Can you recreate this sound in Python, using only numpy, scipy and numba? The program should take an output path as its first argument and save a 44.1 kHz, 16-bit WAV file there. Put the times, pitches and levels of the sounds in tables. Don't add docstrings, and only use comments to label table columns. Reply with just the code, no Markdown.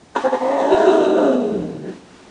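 import sys
import numpy as np
from scipy import signal
from scipy.fft import rfft, irfft
from scipy.io import wavfile
from scipy.ndimage import uniform_filter1d
from numba import njit

SR = 44100
rng = np.random.default_rng(int(sys.argv[2]) if len(sys.argv) > 2 else 0)


def persist_wave(psi):
    counts = np.round(np.clip(psi, -1, 1) * 32767).astype(np.int16)
    wavfile.write(sys.argv[1], SR, np.atleast_2d(counts).T)


N = 101429
T = np.arange(N) / SR

# frequency in Hz, relative density in dB.
BACKGROUND_SPECTRUM = [(25, -14.5), (100, -6.5), (190, -4), (290, -0.5), (400, -8.5), (550, -10.5),
                       (800, -9), (1200, -16.5), (2500, -21.5), (6000, -24.5), (10000, -31)]
# start in seconds, time to release in seconds, level in dB, growl over tone in dB.
OPENING_GRUNTS = [(0.149, 0.021, -17, 2), (0.235, .037, -15, -1.5), (0.316, 0.032, -15.5, 0.5)]
# time in seconds, vocal-fold pitch in Hz.
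FOLD_PITCH = [(.15, 275.4), (.26, 259.9), (.41, 254.7), (.56, 279.8), (.62, 264), (.69, 289.9),
              (.735, 318.9), (.82, 336.4), (.96, 323.9), (1.1, 298.1), (1.2, 313.1), (1.29, 265.9),
              (1.41, 243.9), (1.53, 220), (1.6, 173.9), (1.73, 166), (1.83, 146.6), (1.88, 184.6)]
# time in seconds, then mix levels in dB of harmonics 1, 2 and 3, flutter side tone,
# mouth growl, chest growl.
VOICE_MIX = [(.16, -11.5, -13.5, -14, -16, -1.5, -5.5), (.26, -5.5, -3, -12.5, -25, -4.5, -15),
             (.34, -7, -1, -24, -35.5, -8.5, -13.5), (.45, -8.5, -6, -22, -31, -10, -19.5),
             (.58, -10.5, -3.5, -30, -28, -3.5, -13), (.69, -9, -4.5, -11, -20.5, -4.5, -7),
             (.81, -14, -12, -20.5, -2.5, -0.5, -5.5), (.97, -4.5, -4.5, -13.5, -3, -7, -4),
             (1.06, -13.5, -19, -21.5, -4, -6, -2), (1.2, -10.5, -31, -21, -5.5, -5.5, -4),
             (1.3, -2.5, -3, -32, -25, -7.5, -8.5), (1.41, -3.5, -15.5, -38, -35, -7, -14),
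             (1.5, -7.5, -26, -30.5, -31, -7, -4.5), (1.65, -1, -20, -24, -12, -9, -2.5),
             (1.82, -7.5, -10, -16, -10, -14, -6), (1.89, -2, -4, -25, -11, -10.5, -2.5)]
# time in seconds, lower resonance in Hz, upper resonance in Hz, upper over lower in dB.
MOUTH_FORMANTS = [(.16, 910, 1570, -6.5), (.27, 807, 1640, -10), (.42, 807, 1970, -13.5),
                  (.58, 716, 1920, -16), (.73, 628, 1600, -17.5), (.82, 588, 1580, -13.5),
                  (.92, 590, 1360, -8.5), (1.05, 540.1, 1345, -11.5), (1.25, 493, 1340, -12),
                  (1.42, 460, 1370, -23), (1.65, 377, 1590, -23), (1.9, 356, 1653, -7.5)]
# time in seconds, resonance in Hz.
CHEST_FORMANT = [(.95, 371.4), (1.65, 286)]
# frequency in Hz, relative density in dB.
RASP_SPECTRUM = [(1500, -11), (2300, -33.5), (2550, 2), (2750, -7.5), (3050, -2.5), (3350, -4), (3650, -2),
                 (3880, -2), (4150, -6.5), (4500, -12.5), (5400, -13), (6200, -8.5), (6800, -12),
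                 (8300, -14.5), (10000, -30)]
# time in seconds, mix level in dB.
RASP_MIX = [(.17, -18.5), (.27, -28), (.36, -30.5), (.45, -32), (.6, -25), (.75, -24.5), (.9, -22),
            (1.1, -26), (1.33, -32.5), (1.44, -32), (1.9, -35.5)]
# pitch in Hz, peak time in seconds, sigma in seconds, mix
# level in dB.
ROOM_RINGS = [(955, .17, 0.012, 2.5), (904, 0.418, 0.053, -7.5), (945, .74, 0.21, -10),
              (521, 1.195, .025, -4.5), (664, 1.26, 0.092, -7.5), (408, 1.289, 0.052, -3),
              (408, 1.518, 0.068, 0.5)]
# peak time in seconds, sigma in seconds, level in dB.
BEDDING_RUSTLES = [(0.222, 0.028, -38), (0.42, 0.13, -41), (1.617, 0.16, -50), (1.89, 0.009, -51.5),
                   (1.94, 0.039, -49.5), (2.201, 0.15, -49)]
# frequency in Hz, relative density in dB.
RUSTLE_SPECTRUM = [(200, -6), (800, 5.5), (1900, -1), (3000, -3), (6500, -10.5), (10000, -18.5)]
# time in seconds, level before the room in dB.
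YOWL_EFFORT = [(.393, -53), (.41, -21), (.44, -18.5), (.7, -18.5), (.73, -10), (.76, -16), (.86, -14.5),
               (.885, -10), (.91, -13.5), (1.12, -16.5), (1.32, -13), (1.38, -18.5), (1.53, -20.5),
               (1.68, -28), (1.81, -32.5), (1.9, -28), (1.925, -38), (2.03, -51.5)]
# peak time in seconds, tone sigma in seconds, tone and snarl mix levels in dB.
HARD_PUSHES = [(.733, 0.012, 5, -19.5), (0.883, 0.014, 7, -18.5), (1.071, 0.052, -3.5, -25.5)]
# centre in Hz, width in Hz, relative level in dB.
SNARL_FORMANTS = [(2800, 620, -4.5), (3840, 450, -4.5)]
# peak time in seconds, sigma in seconds, pitch in Hz, level in dB.
SOFT_BUMPS = [(0.747, 0.00076, 62, -21.5), (1.613, 0.054, 68.84, -43.5)]


def undb(db):
    return 10 ** (np.asarray(db) / 20)


def curve(rows, column=1):
    rows = np.array(rows, float)
    return np.interp(T, rows[:, 0], rows[:, column])


def swell(peak_s, sigma_s):
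    return np.exp(-.5 * ((T - peak_s) / sigma_s) ** 2)


def sine(cycles):
    return np.sqrt(2) * np.sin(2 * np.pi * cycles)


def steady(x, window_samples=3000):
    return x / np.sqrt(uniform_filter1d(x * x, window_samples) + 1e-12)


def walk(cutoff_hz):
    hz = np.fft.rfftfreq(N, 1 / SR)
    drift = irfft(rfft(rng.standard_normal(N)) / (1 + (hz / cutoff_hz) ** 4), N)
    return drift / np.std(drift)


def colour(x, spectrum):
    hz, db = np.array(spectrum, float).T
    bins_hz = np.fft.rfftfreq(N, 1 / SR)
    shaped = irfft(rfft(x) * undb(np.interp(np.log(bins_hz + 1), np.log(hz), db)), N)
    return shaped / np.std(shaped)


@njit
def bandpass(x, hz, width_hz):
    y, band, low = np.empty(len(x)), 0., 0.
    for i in range(len(x)):
        g, damping = np.tan(np.pi * hz[i] / SR), width_hz[i] / hz[i]
        v = (band + g * (x[i] - low)) / (1 + g * (g + damping))
        band, low = 2 * v - band, low + 2 * g * v
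        y[i] = damping * v
    return y


def formant(x, hz, width_hz, stages=4):
    for _ in range(stages):
        x = bandpass(x, hz + np.zeros(N), width_hz + np.zeros(N))
    return steady(x, window_samples=1300)


def background(level_db=-47.5):
    return undb(level_db) * colour(rng.standard_normal(N), BACKGROUND_SPECTRUM)


def grunts(attack_s=0.015, release_s=0.014):
    tone = growl = 0
    for start_s, length_s, db, hoarse_db in OPENING_GRUNTS:
        attack = np.clip((T - start_s) / attack_s, 0, 1)
        release = np.exp(-np.maximum(T - start_s - length_s, 0) / release_s)
        tone += undb(db - hoarse_db / 2) * attack * release
        growl += undb(db + hoarse_db / 2) * attack * release
    return tone, growl


def vocal_folds(cycles, flutter_cycles, shimmer_db=1, puff_decay_cycles=0.44):
    phase = cycles + .06 * (walk(150) + 2 * walk(35))
    count = np.maximum.accumulate(np.floor(phase))
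    pulses = np.diff(count, prepend=count[0]) * undb(-shimmer_db * walk(290))
    puffs = rng.standard_normal(N) * np.exp(-(phase % 1) / puff_decay_cycles)
    flutter = np.exp(0.23 * np.sin(2 * np.pi * flutter_cycles))
    return steady(pulses) * flutter, steady(puffs) * flutter


def mouth_growl(pulses, puffs, puff_db=-4):
    source = pulses + undb(puff_db) * puffs
    lower_hz = curve(MOUTH_FORMANTS)
    lower = formant(source, lower_hz, width_hz=np.minimum(670, 0.95 * lower_hz))
    upper = formant(source, curve(MOUTH_FORMANTS, 2), width_hz=684)
    return (lower + undb(curve(MOUTH_FORMANTS, 3)) * upper) * undb(curve(VOICE_MIX, 5))


def chest_growl(puffs):
    return formant(puffs, curve(CHEST_FORMANT), width_hz=454) * undb(curve(VOICE_MIX, 6))


def throat_rasp(pulses, puffs):
    source = puffs + 0.24 * pulses + 0.15 * rng.standard_normal(N)
    return colour(source, RASP_SPECTRUM) * undb(curve(RASP_MIX))


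def harmonics(cycles, flutter_cycles, wobble_db=3.5, wobble_hz=46):
    partials = [cycles, 2 * cycles, 3 * cycles, cycles + flutter_cycles]
    return sum(undb(curve(VOICE_MIX, column) + wobble_db * walk(wobble_hz)) * sine(phase)
               for column, phase in enumerate(partials, 1))


def room(x, wet_db, t60_s=0.32, gap_s=0.0021):
    tail = rng.standard_normal(N) * np.exp(-np.log(1000) * T / t60_s) * (T > gap_s)
    for _ in range(3):
        whitened = irfft(np.exp(1j * np.angle(rfft(tail))), N)
        tail = whitened * (T > gap_s) * np.exp(-T / t60_s)
    return x + undb(wet_db) * signal.fftconvolve(x, tail / np.linalg.norm(tail))[:N]


def ring(hz, wander_hz=3.93):
    return sine(np.cumsum(hz + wander_hz * walk(24.6)) / SR)


def rustles():
    envelope = sum(undb(db) * swell(peak_s, sigma_s) for peak_s, sigma_s, db in BEDDING_RUSTLES)
    return envelope * colour(rng.standard_normal(N), RUSTLE_SPECTRUM)


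def pushes(puffs, tone_hz=376.8, linger_db=-33):
    snarl = sum(undb(db) * formant(puffs, hz, width_hz, stages=2) for hz, width_hz, db in SNARL_FORMANTS)
    tone_gain = 0
    snarl_gain = undb(linger_db) * np.clip(T - HARD_PUSHES[0][0], 0, 1)
    for peak_s, sigma_s, tone_db, snarl_db in HARD_PUSHES:
        tone_gain += undb(tone_db) * swell(peak_s, sigma_s)
        snarl_gain += undb(snarl_db) * swell(peak_s, 1.46 * sigma_s)
    return tone_gain * ring(tone_hz), snarl_gain * snarl


def bumps():
    total = 0
    for peak_s, sigma_s, hz, db in SOFT_BUMPS:
        phase_rad = 2 * np.pi * hz * (T - peak_s) + .5 * walk(6.7)
        total += undb(db) * swell(peak_s, sigma_s) * np.sqrt(2) * np.cos(phase_rad)
    return total


def cat(flutter_hz=77):
    cycles = np.cumsum(curve(FOLD_PITCH) * (1 + .008 * walk(30))) / SR
    flutter_cycles = np.cumsum(flutter_hz * (1 + 0.0806 * walk(26))) / SR
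    pulses, puffs = vocal_folds(cycles, flutter_cycles)
    push_tone, snarl = pushes(puffs)
    growl = mouth_growl(pulses, puffs) + chest_growl(puffs) + throat_rasp(pulses, puffs) + snarl
    tone = harmonics(cycles, flutter_cycles) + push_tone
    for hz, peak_s, sigma_s, db in ROOM_RINGS:
        tone += undb(db) * swell(peak_s, sigma_s) * ring(hz)
    grunt_tone_gain, grunt_growl_gain = grunts()
    yowl_gain = undb(curve(YOWL_EFFORT)) * (T > YOWL_EFFORT[0][0])
    mix_rms = np.sqrt(uniform_filter1d((tone + growl) ** 2, size=1300))
    tone *= (grunt_tone_gain + yowl_gain) / mix_rms
    growl *= (grunt_growl_gain + yowl_gain) / mix_rms
    return room(tone, wet_db=-12.5) + room(growl, wet_db=-0.5)


def scene():
    return (cat() + bumps() + rustles() + background())[None]


def record(dry, ceiling=.85, cutoff_hz=9900):
    rounded = dry / (1 + (dry / ceiling) ** 8) ** (1 / 8)
    return signal.sosfilt(signal.ellip(10, .2, 80, cutoff_hz, fs=SR, output="sos"), rounded)


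dry = scene()
out = record(dry)
persist_wave(out)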